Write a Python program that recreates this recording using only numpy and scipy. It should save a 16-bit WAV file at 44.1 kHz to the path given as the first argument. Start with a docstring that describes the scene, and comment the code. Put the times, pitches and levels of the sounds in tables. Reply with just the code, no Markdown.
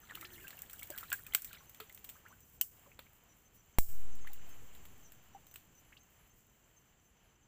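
"""Drops smack and bubble close to the microphone as a hand gropes in shallow water in a muddy swamp at night.
Smacks are bursts of filtered noise; bubbles and the trickle are decaying tones of gliding pitch.
One drop strikes the camera: its case rings, the microphone's diaphragm swings, rumble and spray follow.
Crickets chirp as rough tones, a katydid buzzes as clicks through a wing resonance, and faint hums waver.
The background is filtered noise that dies down, swells around the jolt and fades; a limiter ducks after peaks."""
import sys
import numpy as np
from scipy import signal
from scipy.fft import rfft, irfft, next_fast_len
from scipy.io import wavfile
from scipy.ndimage import uniform_filter1d, minimum_filter1d, map_coordinates

SR = 44100
rng = np.random.default_rng(int(sys.argv[2]) if len(sys.argv) > 2 else 0)


def put_to_file(sound):
    """Save the sound as 16-bit audio at rate SR, in the file named by the first command-line argument."""
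    columns = np.atleast_2d(sound).T  # one column per channel
    safe = np.clip(columns, -1, 1)
    whole_steps = np.round(safe * 32767)
    wavfile.write(sys.argv[1], SR, whole_steps.astype(np.int16))


N = 329525

# The swamp's background over time. Each row: time in seconds, murmur level in dB, spray level in dB.
BACKGROUND = [(0, -70.5, -69.5), (.3, -67.5, -65), (1.2, -68, -65), (1.55, -69.5, -72.5), (2.9, -72, -72),
              (3.76, -73, -79.5), (3.87, -69, -79), (3.895, -66, -78), (4.7, -66, -70.5), (5.3, -70.5, -78),
              (6.4, -73, -76.5), (7.47, -76, -88.5)]
# Treble colour shared by smacks and spray. Each row: frequency in Hz, relative density in dB per Hz.
SPLASH_TREBLE = [(3240, -30.5), (5500, -13.5), (6290, -13.5), (7820, -3.5), (8950, -13.5), (10700, -12.5),
                 (13500, -4), (14800, 3.5), (15450, 2), (15700, -36), (16700, -37)]
JOLT_S = 3.7855  # when the drop strikes the camera, seconds


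def amp(db):
    """Turns decibels into an amplitude factor."""
    return 10 ** (np.asarray(db) / 20)


def unit(x):
    """Scales a sound to an RMS of one."""
    return x / np.sqrt(np.mean(x ** 2) + 1e-20)


def noise():
    """White noise for the whole scene."""
    return rng.standard_normal(N)


def curves(rows):
    """One value per sample for each column after the time."""
    s, *columns = np.transpose(rows)
    return [np.interp(np.arange(N) / SR, s, column) for column in columns]


def wobble(rate):
    """A smooth random curve with rate knots a second."""
    knots = rng.standard_normal(int(N * rate / SR) + 4)
    return map_coordinates(knots, [np.arange(N) * rate / SR])


def coloured(x, spectrum):
    """Filters x causally (minimum phase, unit energy) to a spectrum of (Hz, dB) points."""
    f, db = np.transpose(spectrum)
    size = 2 ** 13
    log_f = np.log(np.fft.rfftfreq(size, 1 / SR) + 1)
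    gain = amp(np.interp(log_f, np.log(f + 1), db))
    # folding the cepstrum forward in time makes the filter causal
    cepstrum = irfft(np.log(gain + 1e-4))
    cepstrum[1:size // 2] *= 2
    cepstrum[size // 2 + 1:] = 0
    kernel = irfft(np.exp(rfft(cepstrum)))
    return signal.fftconvolve(x, kernel / np.linalg.norm(kernel))[:N]


def add(track, s, sound):
    """Mixes a sound into the track from time s, in place."""
    part = track[round(s * SR):][:len(sound)]
    part += sound[:len(part)]


def swell(length, edge):
    """Time axis and a soft-edged plateau, length seconds wide at half height."""
    t = np.arange(round((length + edge) * SR)) / SR
    nearest_end = np.minimum(t, t[-1] - t)
    return t, np.sin(np.pi / 2 * np.clip(nearest_end / edge, 0, 1)) ** 2


def bubble(hz, length, climb):
    """A bubble rings unevenly, its pitch gliding as it nears the surface; ripples and roots scatter rough echoes."""
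    t = np.arange(round(length * SR)) / SR
    age = t / t[-1]
    phase = 2 * np.pi * np.cumsum(hz * climb ** age) / SR
    # a new random level every three cycles, joined by straight lines
    flutter_db = 3 * np.interp(t * hz / 3, np.arange(20), rng.standard_normal(20))
    flutter_db -= flutter_db.mean()
    soft_start = 1 - np.exp(-t / 0.00014)
    ring = np.sin(phase) * soft_start * amp(flutter_db - 3.9 * age) * np.sqrt(1 - age ** 2)
    # the water slaps shut: noise smoothed by one cycle of the pitch, gone in 14 cycles
    cycle = np.sin(2 * np.pi * hz * t[t < 1 / hz])
    slap = np.convolve(rng.standard_normal(len(t)), cycle, "same")
    ring += 0.15 * amp(-60 * t * hz / 14) * slap
    lag = np.arange(SR // 40) / SR
    echoes = amp(-25.5 - 60 * lag / 0.068) * rng.standard_normal(len(lag))
    echoes[0] = 1  # the direct sound
    return signal.fftconvolve(ring, echoes)


def droplets():
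    """Fine spray: each droplet is a tick of a few cycles at its own high pitch."""
    when, pitch, size = rng.random((2500, 3)).T
    t = np.arange(SR // 150) / SR
    hz = 5500 * 2.8 ** (pitch[:, None] ** .45)
    # many small droplets and few large ones, up to 22 dB louder
    sizes = amp(np.minimum(-5.5 * np.log(1 - size), 22))[:, None]
    decay = amp(-60 * t * hz / 9)
    ticks = sizes * np.sin(2 * np.pi * hz * t) * decay * (1 - np.exp(-t * hz))
    places = (when * N).astype(int)[:, None] + np.arange(len(t))
    return unit(coloured(np.bincount(places.ravel(), ticks.ravel(), N), SPLASH_TREBLE))


def night():
    """Air rumbles on the microphone, the swamp murmurs, far insects hush, and spray hisses and ticks in the treble."""
    # Colours of the three beds. Each row: frequency in Hz, relative density in dB per Hz.
    rumble_colour = [(12, -38), (20, -1.5), (78, -1.5), (135, -4.5), (500, -17.5), (650, -53), (1100, -120)]
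    murmur_colour = [(200, -8), (700, 0), (2570, -4.5), (3090, -1.5), (3470, -11.5), (5400, -17.5),
                     (6000, -39)]
    hush_colour = [(5000, -21), (6030, -15), (7380, 0.5), (8600, -24.5), (14900, -15), (15500, -15),
                   (15700, -63.5)]
    rumble_db, hush_db = 3, -3.5  # gains over the murmur
    murmur_db, spray_db = curves(BACKGROUND)
    rumble = unit(amp(1.4 * wobble(16)) * coloured(noise(), rumble_colour))
    murmur = amp(1.46 * wobble(8.2)) * coloured(noise(), murmur_colour)
    hush = amp(0.73 * wobble(7.4)) * coloured(noise(), hush_colour)
    spray = amp(3.3 * wobble(25)) * coloured(noise(), SPLASH_TREBLE)
    spray += amp(0.37 * (spray_db + 67)) * droplets()  # busier water ticks more
    bed = murmur + amp(rumble_db) * rumble + amp(hush_db) * hush
    return amp(murmur_db) * bed + amp(spray_db) * spray


def hums():
    """Narrow tones from far away: a random walk of the phase broadens each, and the level flickers."""
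    # Each row: start in seconds, length in seconds, pitch in Hz, width in Hz, level in dB before the flicker.
    far_tones = [(0.127, 0.307, 356.6, 28.7, -63), (0.157, 0.263, 1816, 75, -65)]
    track = np.zeros(N)
    for s, length, hz, width_hz, db in far_tones:
        t, shape = swell(length, edge=0.033)
        drift = np.cumsum(rng.standard_normal(len(t))) * np.sqrt(2 * np.pi * width_hz / SR)
        add(track, s, amp(db) * shape * np.sin(2 * np.pi * hz * t + drift))
    return track * amp(3.5 * wobble(45))


def crickets():
    """Crickets rasp short tones, rough in pitch and level, over a steady choir of narrow-band noise."""
    # Each row: start in seconds, pitch in Hz before the waver, length in ms at half height.
    chirp_rows = [(0.013, 6160, 40), (0.311, 6100, 40), (1.577, 5920, 33), (1.663, 6200, 40),
                  (1.866, 5940, 18), (1.956, 6200, 29), (2.13, 6170, 31), (2.286, 6040, 31),
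                  (2.412, 6160, 27), (3.282, 5930, 45), (3.448, 6230, 30), (3.562, 5970, 45),
                  (3.728, 6250, 25), (4.105, 6180, 44), (4.205, 6380, 42), (4.5, 6380, 33),
                  (5.02, 6250, 40), (5.05, 5900, 40), (5.325, 5930, 32), (5.46, 6130, 65),
                  (5.745, 6110, 53), (6.0, 6370, 38), (6.295, 6330, 25), (6.634, 6120, 8),
                  (6.758, 6230, 34), (6.81, 6130, 11), (6.992, 6110, 8), (7.048, 6180, 25), (7.17, 6040, 8),
                  (7.35, 6000, 10), (7.425, 6220, 23)]
    chirp_db, choir_db = 3, -12  # gains over the murmur
    chirps = np.zeros(N)
    for s, hz, length_ms in chirp_rows:
        t, shape = swell(length_ms / 1000, edge=0.01)
        add(chirps, s, shape * np.cos(2 * np.pi * hz * t))
    # a random frequency shift, 40 Hz deep per unit of wobble
    waver = 2 * np.pi * np.cumsum(40 * wobble(120)) / SR
    chirps = np.real(signal.hilbert(chirps) * np.exp(1j * waver))
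    choir_colour = [(5500, -60.0), (5900, 4.0), (6200, 14.5), (6450, -21.0), (6900, -62.0)]
    choir = coloured(noise(), choir_colour)
    flicker_db, swell_db = 3 * wobble(90), 3 * wobble(20)
    singing = amp(chirp_db + flicker_db) * chirps + amp(choir_db + swell_db) * choir
    return amp(curves(BACKGROUND)[0]) * singing


def katydid():
    """The katydid scrapes regular clicks into a broad high wing resonance."""
    # Each value: time of a buzz in seconds, 35 ms after it begins to rise.
    buzz_times = [1.58, 1.75, 2.43, 3.09, 3.33, 4.51, 4.82, 5.831, 6.15, 7.0, 7.19]
    # The wing's resonance. Each row: frequency in Hz, relative density in dB per Hz.
    wing_colour = [(8500, -30), (10200, -7), (11000, -2), (11800, 0), (12900, -5), (14000, -30)]
    buzz_db, teeth_hz = 9, 370  # gain over the murmur, clicks per second
    clicks = np.zeros(N)
    t, shape = swell(.13, edge=.09)
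    teeth = np.sinc(.8 * SR / teeth_hz * ((teeth_hz * t) % 1 - .5))
    for s in buzz_times:
        add(clicks, s - .035, shape * teeth)
    clicks = clicks * amp(3 * wobble(40))
    return amp(curves(BACKGROUND)[0] + buzz_db) * coloured(clicks, wing_colour)


def aftermath():
    """After the jolt the camera rocks with a low rumble while spray from the burst drop hisses down."""
    shake_db, shake_t60_s = -49.5, 2.4  # level at the jolt, time to fall 60 dB
    shower_db, shower_t60_s = -40.5, 0.56
    t = np.arange(N) / SR - JOLT_S
    shake_colour = [(10, -31), (22, -11), (40, 0), (120, -21.5), (400, -62.0)]
    rocking = unit(coloured(noise(), shake_colour))
    shake = amp(shake_db - 60 * t / shake_t60_s) * rocking
    shower = amp(shower_db - 60 * t / shower_t60_s) * coloured(noise(), SPLASH_TREBLE)
    return (t > 0) * (shake + shower)


def jolt():
    """The blow rings the case and throws the diaphragm out; it swings through rest and creeps back slowly."""
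    # The case's resonances. Each row: frequency in Hz, level in dB, time to fall 60 dB in seconds.
    case_rings = [(900, -19.5, 0.0066), (2110, -22, 0.0064)]
    throw_size, throw_s = 0.31, 0.044  # full scale, time constant in seconds
    creep_size, creep_s = 0.18, 0.26
    t = np.arange(3 * SR) / SR
    throw = throw_size * (1 + t / throw_s) * np.exp(-t / throw_s)
    creep = creep_size * np.exp(-t / creep_s)
    soft_start = 1 - np.exp(-t / 0.000125)
    ring = sum(amp(db - 60 * t / t60) * np.sin(2 * np.pi * hz * t) for hz, db, t60 in case_rings)
    track = np.zeros(N)
    add(track, JOLT_S, (throw - creep) * soft_start + ring)
    return track


def trickle():
    """Water runs off the hand: a crowd of small bubbles, each gliding upward."""
    # Each row: time in seconds, gurgle level in dB.
    gurgle_level = [(0, -74), (.1, -60.5), (.45, -65.5), (.7, -73.5), (1.0, -61.5), (1.35, -72),
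                    (1.55, -60), (1.7, -88), (4.1, -87), (4.27, -67), (4.36, -66), (4.5, -84), (7.47, -95)]
    gurgle = np.zeros(N)
    for when, pitch, size, glide in rng.random((2400, 4)):
        hz = 1250 * 3.6 ** pitch
        life = (5 + 9 * glide) / hz  # 5 to 14 cycles of the first pitch
        loudness = amp(min(-4.5 * np.log(1 - size), 14))  # mostly small, a few up to 14 dB louder
        add(gurgle, when * N / SR, loudness * bubble(hz, life, 1 + 0.5 * glide ** 2))
    return amp(curves(gurgle_level)[0]) * unit(gurgle)


def bubbles():
    """The single bubbles left by drops, each a ringing tone that stands out."""
    # Each row: start in seconds, level in dB, first pitch in Hz, last over first pitch, life in ms.
    bubble_rows = [(.099, -45, 1950, .95, 8), (0.109, -44.5, 1720, 1.04, 8), (0.12, -50, 1300, 1.3, 8),
                   (0.15, -46, 2900, 1.05, 7), (0.228, -48.5, 1330, 1.03, 14), (.247, -45.5, 1800, 4.1, 10),
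                   (.38, -54, 2050, 1.1, 10), (.41, -59, 2900, .97, 9), (.443, -50, 1560, 1.03, 16),
                   (.47, -47, 2600, 1.1, 6), (.53, -55, 1650, 1.15, 9), (.546, -59, 713, 1.1, 20),
                   (.578, -53, 2800, 1, 10), (.634, -52, 1800, 1, 7), (.735, -53, 1310, 1.32, 11),
                   (.796, -51.5, 2620, 1.35, 6), (.824, -45.5, 2200, 1.03, 9), (.901, -46.5, 565, 1.05, 20),
                   (0.923, -53, 1600, 1.02, 8), (.938, -52, 1600, 1, 10), (.968, -50, 1360, 1.1, 10),
                   (1.03, -48, 1300, 1.1, 12), (1.119, -34, 1560, 0.87, 8), (1.129, -33, 1640, .9, 9),
                   (1.128, -43, 2300, 1.25, 7), (1.265, -51.5, 2370, 1.13, 6), (1.323, -46, 2920, 1.14, 5),
                   (1.3355, -40, 2100, 1, 6), (1.378, -52, 1600, 1, 8), (1.546, -52, 3020, 0.94, 4),
                   (1.606, -59, 1073, 1.08, 12), (1.801, -44.5, 1334, 0.92, 9), (1.806, -54.5, 440, 1, 28),
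                   (1.899, -54.5, 2000, 1.1, 7), (2.089, -53, 2200, 1.9, 5), (2.155, -59, 1100, 1.87, 16),
                   (2.252, -57, 1160, 2.6, 27), (2.262, -56, 1480, 0.96, 14), (2.305, -62, 930, 1.65, 30),
                   (2.326, -61, 1490, 1.03, 18), (2.612, -37, 2750, 1.2, 6), (2.861, -61, 1150, 0.8, 9),
                   (2.868, -63, 520, 1.15, 20), (2.916, -56.5, 2150, 1.35, 6), (2.99, -53, 700, 2.2, 8),
                   (3.066, -59.5, 2150, 1.15, 7), (4.248, -59, 1100, 1.4, 6), (4.271, -48, 1600, 1.5, 9),
                   (4.3, -63, 800, 1.05, 18), (5.347, -55.5, 797, 1, 26), (5.922, -54, 1450, 2.4, 11),
                   (5.968, -56, 2500, 2.2, 11)]
    track = np.zeros(N)
    for s, db, hz, climb, life_ms in bubble_rows:
        add(track, s, amp(db) * bubble(hz, life_ms / 1000, climb))
    return track


def smacks():
    """Drops smack water and leaves: a sharp spike and a crack of a few ms, scattered into a hissing tail."""
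    # Each row: start in seconds, crack level in dB, body against treble in dB.
    smack_rows = [(0.153, -35.5, -3.5), (0.211, -36.5, -8), (0.48, -37.5, -7), (0.5053, -42.5, 0),
                  (.59, -40, -9), (0.6193, -35.5, -17), (0.6971, -41.5, -2), (.709, -43, -18),
                  (0.7316, -34.5, -20), (0.755, -51, -25), (0.793, -37, -20), (.83, -34, -5),
                  (0.873, -45, -20), (0.9027, -32, -14), (0.9773, -34, -7), (0.9836, -29.5, -10.5),
                  (1.0084, -39, -11), (1.034, -44, 1), (1.071, -53, -30), (1.102, -34, -10),
                  (1.1177, -51, 15.5), (1.128, -19.5, -19), (1.266, -37, -13), (1.3365, -34, -6),
                  (1.348, -11.5, -7.5), (1.42, -29, -28), (1.4458, -27, -15), (1.5299, -38.5, -11),
                  (1.695, -42.5, -14), (1.746, -44.5, -5.5), (1.8017, -38.5, 5), (1.8057, -47, -14),
                  (1.8953, -49, -3), (1.925, -45, -20), (1.947, -40, -33), (1.9757, -48, -3),
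                  (2.043, -40.5, -12), (2.047, -40.5, -10), (2.0911, -37, -6.5), (2.0977, -37.5, -11),
                  (2.283, -53, -25), (2.405, -51, -30), (2.612, -13, -22), (2.9913, -45, 5),
                  (3.7856, -16.5, -14.5), (4.154, -47, -43), (4.273, -45, -2), (4.3325, -39, -16),
                  (4.492, -48, -19), (4.7503, -50, -2), (4.8528, -46, -4.5), (5.1203, -47, -9),
                  (5.468, -50, -9), (5.512, -51, -9), (5.5404, -43.5, -9), (5.5584, -39.5, -2.5)]
    # Colour of the body. Each row: frequency in Hz, relative density in dB per Hz.
    body_colour = [(120, -57.5), (200, -20.5), (1040, -13), (1390, -7.5), (3200, -3.5), (4600, -10),
                   (7150, -83), (12100, -120)]
    tail_db, tail_grows, tail_t60_s = -56, 0.76, 0.27  # after a -34.5 dB crack, dB per dB of crack, decay
    treble, body = np.zeros(N), np.zeros(N)
    t = np.arange(SR // 3) / SR
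    spike = 0.97 * amp(-60 * t / 0.0055)
    crack = (spike + 0.24 * amp(-60 * t / 0.029)) * (1 - np.exp(-t / 0.0005))
    for s, db, body_db in smack_rows:
        tail = amp(tail_db + tail_grows * (db + 34.5) - 60 * t / tail_t60_s)
        add(treble, s, (amp(db) * crack + tail) * rng.standard_normal(len(t)))
        body_shape = amp(body_db) * (amp(db) * crack + 0.62 * tail)
        add(body, s, body_shape * rng.standard_normal(len(t)))
    return coloured(treble, SPLASH_TREBLE) + coloured(body, body_colour)


def scene():
    """Sums the layers, from the far background to the drops close by."""
    background = night() + hums() + crickets() + katydid()
    struck_camera = aftermath() + jolt()
    water = trickle() + bubbles() + smacks()
    return (background + struck_camera + water)[None]


def record(dry):
    """After a peak over its threshold the limiter sinks slowly, holds a tenth of a second and lets go; then the band limit."""
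    threshold_db, top_hz = -16, 16800
    hold, sink = SR // 10, SR // 25  # samples
    level_db = 20 * np.log10(np.abs(dry) + 1e-9)
    need_db = -np.maximum(level_db - threshold_db, 0)
    # these origins make both windows look back only
    held = minimum_filter1d(need_db, hold, origin=(hold - 1) // 2)
    ramp = uniform_filter1d(held, sink, origin=(sink - 1) // 2)
    gain_db = uniform_filter1d(np.maximum(held, ramp), size=90)
    m = next_fast_len(N + SR)
    in_band = np.fft.rfftfreq(m, 1 / SR) < top_hz
    return irfft(rfft(dry * amp(gain_db), m) * in_band, m)[:, :N]


dry = scene()
out = record(dry)
put_to_file(out)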